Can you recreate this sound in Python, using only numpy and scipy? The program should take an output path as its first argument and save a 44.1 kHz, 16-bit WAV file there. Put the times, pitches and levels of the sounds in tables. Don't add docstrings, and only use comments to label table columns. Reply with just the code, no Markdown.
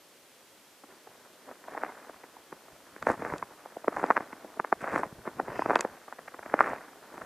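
import sys
import numpy as np
from scipy import signal
from scipy.fft import rfft, irfft, next_fast_len
from scipy.io import wavfile

SR = 44100
rng = np.random.default_rng(int(sys.argv[2]) if len(sys.argv) > 2 else 0)


def wav_out(sig):
    wavfile.write(sys.argv[1], SR, np.round(np.clip(np.atleast_2d(sig).T, -1, 1) * 32767).astype(np.int16))


N = 319725
LEAD_S = .006


def from_db(db):
    return 10 ** (np.asarray(db) / 20)


def rms_one(x):
    return x / np.sqrt(np.mean(x ** 2) + 1e-20)


def peak_one(x):
    return x / np.abs(signal.hilbert(x)).max()


def in_time(rows):
    s, *columns = np.transpose(rows)
    return [np.interp(np.arange(N) / SR, s, column) for column in columns]


def add(out, sound, s):
    start = max(round(s * SR), 0)
    out[start:start + len(sound)] += sound[:max(N - start, 0)]


def drift(rate):
    return np.interp(np.arange(N) * rate / SR, np.arange(N), rng.standard_normal(N))


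def colour(x, points):
    size = 2 * next_fast_len(len(x))
    hz, db = np.transpose(points)
    bin_hz = np.arange(size // 2 + 1) * SR / size
    log_gain = np.log(from_db(np.interp(np.log(bin_hz + 1), np.log(hz), db)))
    cepstrum = irfft(log_gain)
    cepstrum[1:size // 2] *= 2
    cepstrum[size // 2 + 1:] = 0
    return irfft(rfft(x, size) * np.exp(rfft(cepstrum)))[:len(x)]


def resonance(x, hz, q):
    return signal.lfilter(*signal.iirpeak(min(hz, SR / 4), max(q, .3), fs=SR), x + 1e-18)


def low_pass(x, hz, order=2):
    return signal.sosfilt(signal.butter(order, hz, fs=SR, output="sos"), x)


def ring(x, hz, t60):
    r, w = from_db(-60 / (t60 * SR)), 2 * np.pi * hz / SR
    return signal.lfilter([w, -w * np.cos(w) * r], [1, -2 * r * np.cos(w), r * r], x + 1e-18)


def fracture(t, splinters_per_s, splinter_db, before_s, after_s):
    envelope = np.exp(np.where(t < 0, t / before_s, -t / after_s))
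    splinters = (rng.random(len(t)) < splinters_per_s / SR) * rng.standard_normal(len(t))
    clicks = splinters * envelope * from_db(splinter_db)
    clicks[np.argmin(np.abs(t))] = 1
    return clicks


def case(x):
    # pitch in Hz, gain in dB, ring time in seconds.
    modes = [(299, -21.5, 0.034), (640, -37, 0.033), (1170, -53.5, 0.075), (1525, -36, 0.025),
             (1810, -23, 0.0088), (2103, -35.5, 0.037)]
    # frequency in Hz, gain in dB.
    wall_eq = [(60, -16.5), (130, -8), (220, 1), (650, 1), (1400, -1.54), (1900, -2.5), (2450, -6.5),
               (3100, -20.5), (4200, -16), (5500, -8.5), (7100, -12.5), (10000, -1), (15000, -18)]
    ringing = sum(from_db(db) * ring(x, hz, t60) for hz, db, t60 in modes)
    return colour(x + ringing, wall_eq)


def hiss(mid_db=-58.5, side_db=-65.5):
    # frequency in Hz, relative level in dB.
    mid_eq = [(25, -39), (60, -25), (100, -5), (190, 1.5), (280, 6), (560, 8.5), (700, 4), (1700, 1.7),
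              (3050, -0.6), (3280, 0.5), (3520, -1.5), (13400, -7), (14500, -11.5)]
    # frequency in Hz, relative level in dB.
    side_eq = [(25, -21), (100, -2), (300, 4), (700, 4.5), (1400, -2.5), (2900, 5), (4800, 5), (13400, 2.5),
               (14500, -1)]
    mid = from_db(mid_db) * rms_one(colour(rng.standard_normal(N), mid_eq))
    side = from_db(side_db) * rms_one(colour(rng.standard_normal(N), side_eq))
    return np.array([mid + side, mid - side])


def rub(centre_s=5.6, width_s=0.052, rough_db=2.0):
    # pitch in Hz, level in dB, Q.
    tones = [(2600, -55, 9.5), (4850, -61.5, 8)]
    friction = rng.standard_normal(N) * from_db(rough_db * drift(250))
    swell = np.exp(-.5 * ((np.arange(N) / SR - centre_s) / width_s) ** 2)
    return swell * sum(from_db(db) * rms_one(resonance(friction, hz, q)) for hz, db, q in tones)


def bumps(q=1.3):
    # time in seconds, peak in dB, pitch in Hz.
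    hits = [(4.83, -37, 170), (4.944, -23, 271.5), (5.069, -39, 190), (5.129, -37.5, 167),
            (5.373, -43, 160.5)]
    out, push = np.zeros(N), signal.unit_impulse(SR // 16)
    for s, db, hz in hits:
        swing = resonance(resonance(push, hz, q), hz, q=0.78)
        add(out, from_db(db) * peak_one(swing), s - .003)
    return out


def ticks(q=1.4, trim_db=-3.0):
    # time in seconds, relative level in dB, pitch in Hz.
    touches = [(3.0254, -30, 3700), (3.069, -32, 3600), (3.382, -27, 5830), (4.064, -35, 4470),
               (5.7563, -14.5, 2400), (5.791, -25, 3870), (5.8085, -8, 6900)]
    # pitch in Hz, gain in dB, ring time in seconds.
    modes = [(2300, -27, 0.0072), (2560, -7.5, 0.024), (3310, -14, 0.016), (3680, -15, 0.0094),
             (4640, -16.5, 0.014), (6930, -5, 0.0021)]
    out, t = np.zeros(N), np.arange(SR // 16) / SR - LEAD_S
    for s, db, hz in touches:
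        clicks = fracture(t, splinters_per_s=7000, splinter_db=-13.0, before_s=0.00078, after_s=0.0018)
        ringing = sum(from_db(mode_db) * ring(clicks, mode_hz, t60) for mode_hz, mode_db, t60 in modes)
        tick = peak_one(resonance(clicks + ringing, hz, q))
        add(out, from_db(db + trim_db) * tick, s - LEAD_S)
    return low_pass(out, 9500)


def press(s, attack_s, hold_s, release_s, swing_db=19.5, sag_db_per_s=10):
    t = np.arange(N) / SR - s
    attack = np.maximum(-t, 0) / attack_s
    release = np.maximum(t - hold_s, 0) / release_s
    sag_db = sag_db_per_s * np.clip(t, 0, hold_s)
    return from_db(np.maximum(-swing_db * (attack + release) - sag_db, -200))


def footwork(thud_slower=1.73):
    # time of full weight,
    # attack, hold and release in seconds, crush in dB, crispness in dB per octave, thud and swish in dB.
    presses = [(0.891, 0.034, .035, 0.072, -54.5, -3, -85, -85),
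               (1.489, 0.041, 0.029, 0.029, -49.5, -6.5, -82, -80),
               (1.724, 0.11, 0.15, 0.48, -45, 1.5, -73, -73),
               (3.088, 0.042, 0.028, 0.044, -29.5, -1.5, -47, -53.5),
               (3.239, .13, .10, 0.1, -39.5, -0.5, -44.5, -65), (3.99, 0.16, 0.13, 0.2, -38, 0.5, -60, -63),
               (4.815, 0.023, 0.12, .10, -41.5, 6, -60, -63),
               (4.944, 0.07, .035, 0.087, -30.5, -1.5, -47.5, -55),
               (5.262, 0.013, .018, .035, -40.5, -1, -61, -75),
               (5.392, 0.051, 0.01, .07, -44.5, -8.5, -54, -75),
               (5.534, 0.21, .05, 0.12, -41, -1.5, -49, -72),
               (5.706, 0.086, 0.034, 0.2, -33.5, 0, -66, -61.5),
               (6.62, .14, 0.066, .15, -32.5, 2, -63, -63.5), (7.145, 0.11, 0.12, .20, -49, -1, -61, -70)]
    # time in seconds, level in dB, crispness in dB per octave.
    shuffle = [(0, -73, -5), (0.8, -73.5, -8), (1.1, -59, -2), (2.5, -60, -1), (3.6, -56.5, 0),
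               (4.45, -53, -3.5), (4.75, -53.5, -1), (5.15, -56.5, -3), (6.0, -58, 5), (6.4, -56.5, -2),
               (6.95, -54.5, -2), (7.25, -53.5, 2)]
    # time in seconds, level in dB.
    sway = [(0, -80.5), (2.3, -82), (2.55, -68.5), (3.6, -80), (4.4, -74), (5.1, -55.5), (5.6, -65),
            (6.0, -74), (6.5, -61), (7.25, -73)]
    shuffle_db, shuffle_tilt_db = in_time(shuffle)
    sway_db, = in_time(sway)
    grains, thud, swish = from_db(shuffle_db) ** 2, from_db(sway_db) ** 2, 0
    tilt = shuffle_tilt_db * grains
    for s, attack_s, hold_s, release_s, crush_db, tilt_db, thud_db, swish_db in presses:
        boot = press(s, attack_s, hold_s, release_s)
        body = press(s, thud_slower * attack_s, hold_s, thud_slower * release_s)
        crushed = (from_db(crush_db) * boot) ** 2
        grains += crushed
        tilt += tilt_db * crushed
        thud += (from_db(thud_db) * body) ** 2
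        swish += (from_db(swish_db) * boot) ** 2
    return 10 * np.log10(grains), 10 * np.log10(thud), 10 * np.log10(swish), tilt / grains


def thuds(level_db, flutter_db=8.0):
    # frequency in Hz, relative level in dB.
    thud_eq = [(20, -30), (40, -5), (70, -1.5), (120, 2.5), (190, 0), (300, -3.5), (600, -7), (2000, -44)]
    lumps = colour(rng.standard_normal(N), thud_eq) * from_db(flutter_db * drift(30))
    return from_db(level_db) * rms_one(lumps)


def swishes(level_db, hz=7200, q=1.4, rough_db=4.5):
    friction = rng.standard_normal(N) * from_db(rough_db * drift(250))
    sliding = low_pass(resonance(friction, hz, q), 10500, order=4)
    return from_db(level_db) * rms_one(sliding)


def crush(level_db, tilt_db, size_db=3.0, clump_db=2.0, clumps_per_s=190, dry_gain=0.32, bands=12):
    # frequency in Hz, relative level in dB.
    grain_eq = [(150, -0.5), (280, -2.5), (450, 0), (650, -0.5), (950, 0.5), (1500, -2), (2200, -9),
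                (3100, -8), (4200, -16), (7000, -29.5), (12000, -42)]
    pressure = np.clip((level_db + 60.5) / 30, 0, 1)
    grains_per_s = 1900 * (.6 + .8 * pressure)
    sizes = from_db(size_db * np.minimum(rng.exponential(1, N), 4)) * rng.choice([-1, 1], N)
    clicks = (rng.random(N) < grains_per_s / SR) * sizes / np.sqrt(grains_per_s)
    clicks *= from_db(clump_db * np.clip(drift(clumps_per_s), -2, 2))
    band = rng.integers(0, bands, N)
    creaks = sum(resonance(clicks * (band == k), hz, q=3.7) * from_db(tilt_db * np.log2(hz / 750))
                 for k, hz in enumerate(np.geomspace(260, 2600, bands)))
    crunch = colour(creaks + dry_gain * clicks, grain_eq)
    return from_db(level_db) * rms_one(case(crunch))


def small_snaps(crush_db, most_per_s=14, idle_share=.15, spread_db=1.5, middle_hz=850, octaves=0.33):
    chances = rng.random((400, 2))
    scatter = np.clip(rng.standard_normal((len(chances), 2)), -2, 2)
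    expected = most_per_s * N / SR * np.clip((crush_db + 53) / 12, idle_share, 1)
    rows = []
    for (when, luck), (size, pitch) in zip(chances, scatter):
        at = int(when * N)
        if luck < expected[at] / len(chances):
            peak_db = min(crush_db[at] + 14.5, -23) + spread_db * size
            rows.append((at / SR, peak_db, middle_hz * 2 ** (octaves * pitch), 1.0))
    return rows


def disperse(x, hz, q):
    poles = signal.iirpeak(hz, q, fs=SR)[1]
    return signal.lfilter(poles[::-1], poles, x)


def cracks(crush_db, cutoff_ratio=1.91, crumble_db=10, crumble_longer=0.49):
    # time in seconds, peak in dB, pitch in Hz, Q of the resonance.
    snaps = [(0.8408, -40.5, 720, .7), (1.0745, -39, 670, 2), (1.5138, -30.5, 700, 0.44),
             (1.6413, -37, 890, .4), (1.6835, -29.5, 812, 2.5), (1.751, -26.5, 780, 1.9),
             (1.7774, -19, 1060, 1.06), (1.82, -30, 770, 0.43), (1.836, -13.5, 910, 1.1),
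             (1.8489, -23.5, 1050, .6), (2.0968, -29, 620, 0.65), (2.2402, -33.5, 970, .4),
             (2.3684, -37, 910, 1.6), (2.527, -26.5, 640, 0.16), (2.9644, -29.5, 1070, 0.26),
             (3.027, -20, 960, 1.1), (3.0704, -7.5, 758, 1), (3.088, -18.5, 675, 1.2),
             (3.0925, -16, 737, 1.3), (3.1013, -9, 574, 0.42), (3.2226, -21.5, 660, 0.59),
             (3.2503, -18, 960, 0.26), (3.2649, -24, 627, .4), (3.3248, -23.5, 960, 4.4),
             (3.3381, -19, 765, 0.3), (3.4271, -19, 1060, 2.4), (3.6594, -29.5, 809, 1.9),
             (3.7698, -26.5, 570, 2.1), (3.8455, -26.5, 674, 0.73), (3.8818, -8.5, 700, 1.1),
             (3.9261, -34, 680, .6), (3.9695, -15.5, 889, 1.8), (4.0304, -18.5, 650, 0.33),
             (4.041, -11, 725, 0.57), (4.1047, -4.5, 790, 1.04), (4.1094, -6.5, 1180, 4.1),
             (4.1684, -8, 1238, 1.25), (4.1769, -11.5, 980, 0.69), (4.2069, -22.5, 713, 0.45),
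             (4.3295, -28, 1130, 0.27), (4.4474, -31.5, 444, 1.1), (4.573, -33, 440, .9),
             (4.5992, -10.5, 720, 0.64), (4.6476, -17.5, 970, 1.6), (4.727, -5, 740, 0.95),
             (4.8429, -20, 980, 2.6), (4.8767, -19.5, 1110, 2.9), (4.9608, -9.5, 800, 0.38),
             (4.979, -19, 940, 3.1), (5.0342, -15.5, 1060, 2.4), (5.04, -24.5, 800, 0.71),
             (5.2762, -21, 533, 0.47), (5.3998, -14.5, 700, 1.6), (5.4824, -23.5, 770, 1.7),
             (5.5934, -14.5, 620, 0.72), (5.6216, -16.5, 970, 3.7), (5.6605, -15, 573, 0.28),
             (5.698, -12, 754, 0.87), (5.707, -8.5, 780, 0.96), (5.7142, -14.5, 806, 0.45),
             (5.7335, -16.5, 815, 2.5), (5.7591, -4.5, 930, 1.14), (5.795, -17.5, 710, 0.27),
             (5.8091, -20.5, 1730, 1.4), (5.8497, -17, 555.4, 0.98), (6.084, -32.5, 856, 0.9),
             (6.126, -24.5, 990, 1), (6.1909, -30, 895, .5), (6.2825, -27.5, 1480, .6),
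             (6.345, -30.5, 850, .6), (6.3927, -27, 796, 1), (6.432, -30, 1090, 0.85),
             (6.462, -26.5, 880, 0.58), (6.499, -30, 1130, 0.71), (6.5408, -6, 740, 1.46),
             (6.5919, -11, 1310, 3.5), (6.6073, -0.3, 1080, 2.8), (6.6123, -10.5, 1170, 3.6),
             (6.6715, -20, 920, 1.12), (6.7338, -21, 840, 1.9), (7.1802, -28.5, 776, 0.55),
             (7.2191, -27.5, 837, 0.89)]
    out, t = np.zeros(N), np.arange(SR // 16) / SR - LEAD_S
    for s, db, hz, q in snaps + small_snaps(crush_db):
        weakness = np.clip(-db / 35, 0, 1)
        stretch = 1 + crumble_longer * weakness
        clicks = fracture(t / stretch, splinters_per_s=1900, splinter_db=-18 + crumble_db * weakness,
                          before_s=0.0035, after_s=0.0034)
        swing = low_pass(resonance(clicks, hz, q), cutoff_ratio * hz)
        snap = case(disperse(swing, hz=251, q=1.0))
        add(out, from_db(db) * peak_one(snap), s - LEAD_S - .0006)
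    return out


def scene():
    crush_db, thud_db, swish_db, tilt_db = footwork()
    underfoot = crush(crush_db, tilt_db) + swishes(swish_db) + thuds(thud_db)
    gear = bumps() + ticks() + rub()
    return hiss() + gear + underfoot + cracks(crush_db)


def record(dry):
    top_cut = signal.ellip(10, .1, 80, 14800, fs=SR, output="sos")
    return signal.sosfilt(top_cut, np.clip(dry, -1, 1))


dry = scene()
out = record(dry)
wav_out(out)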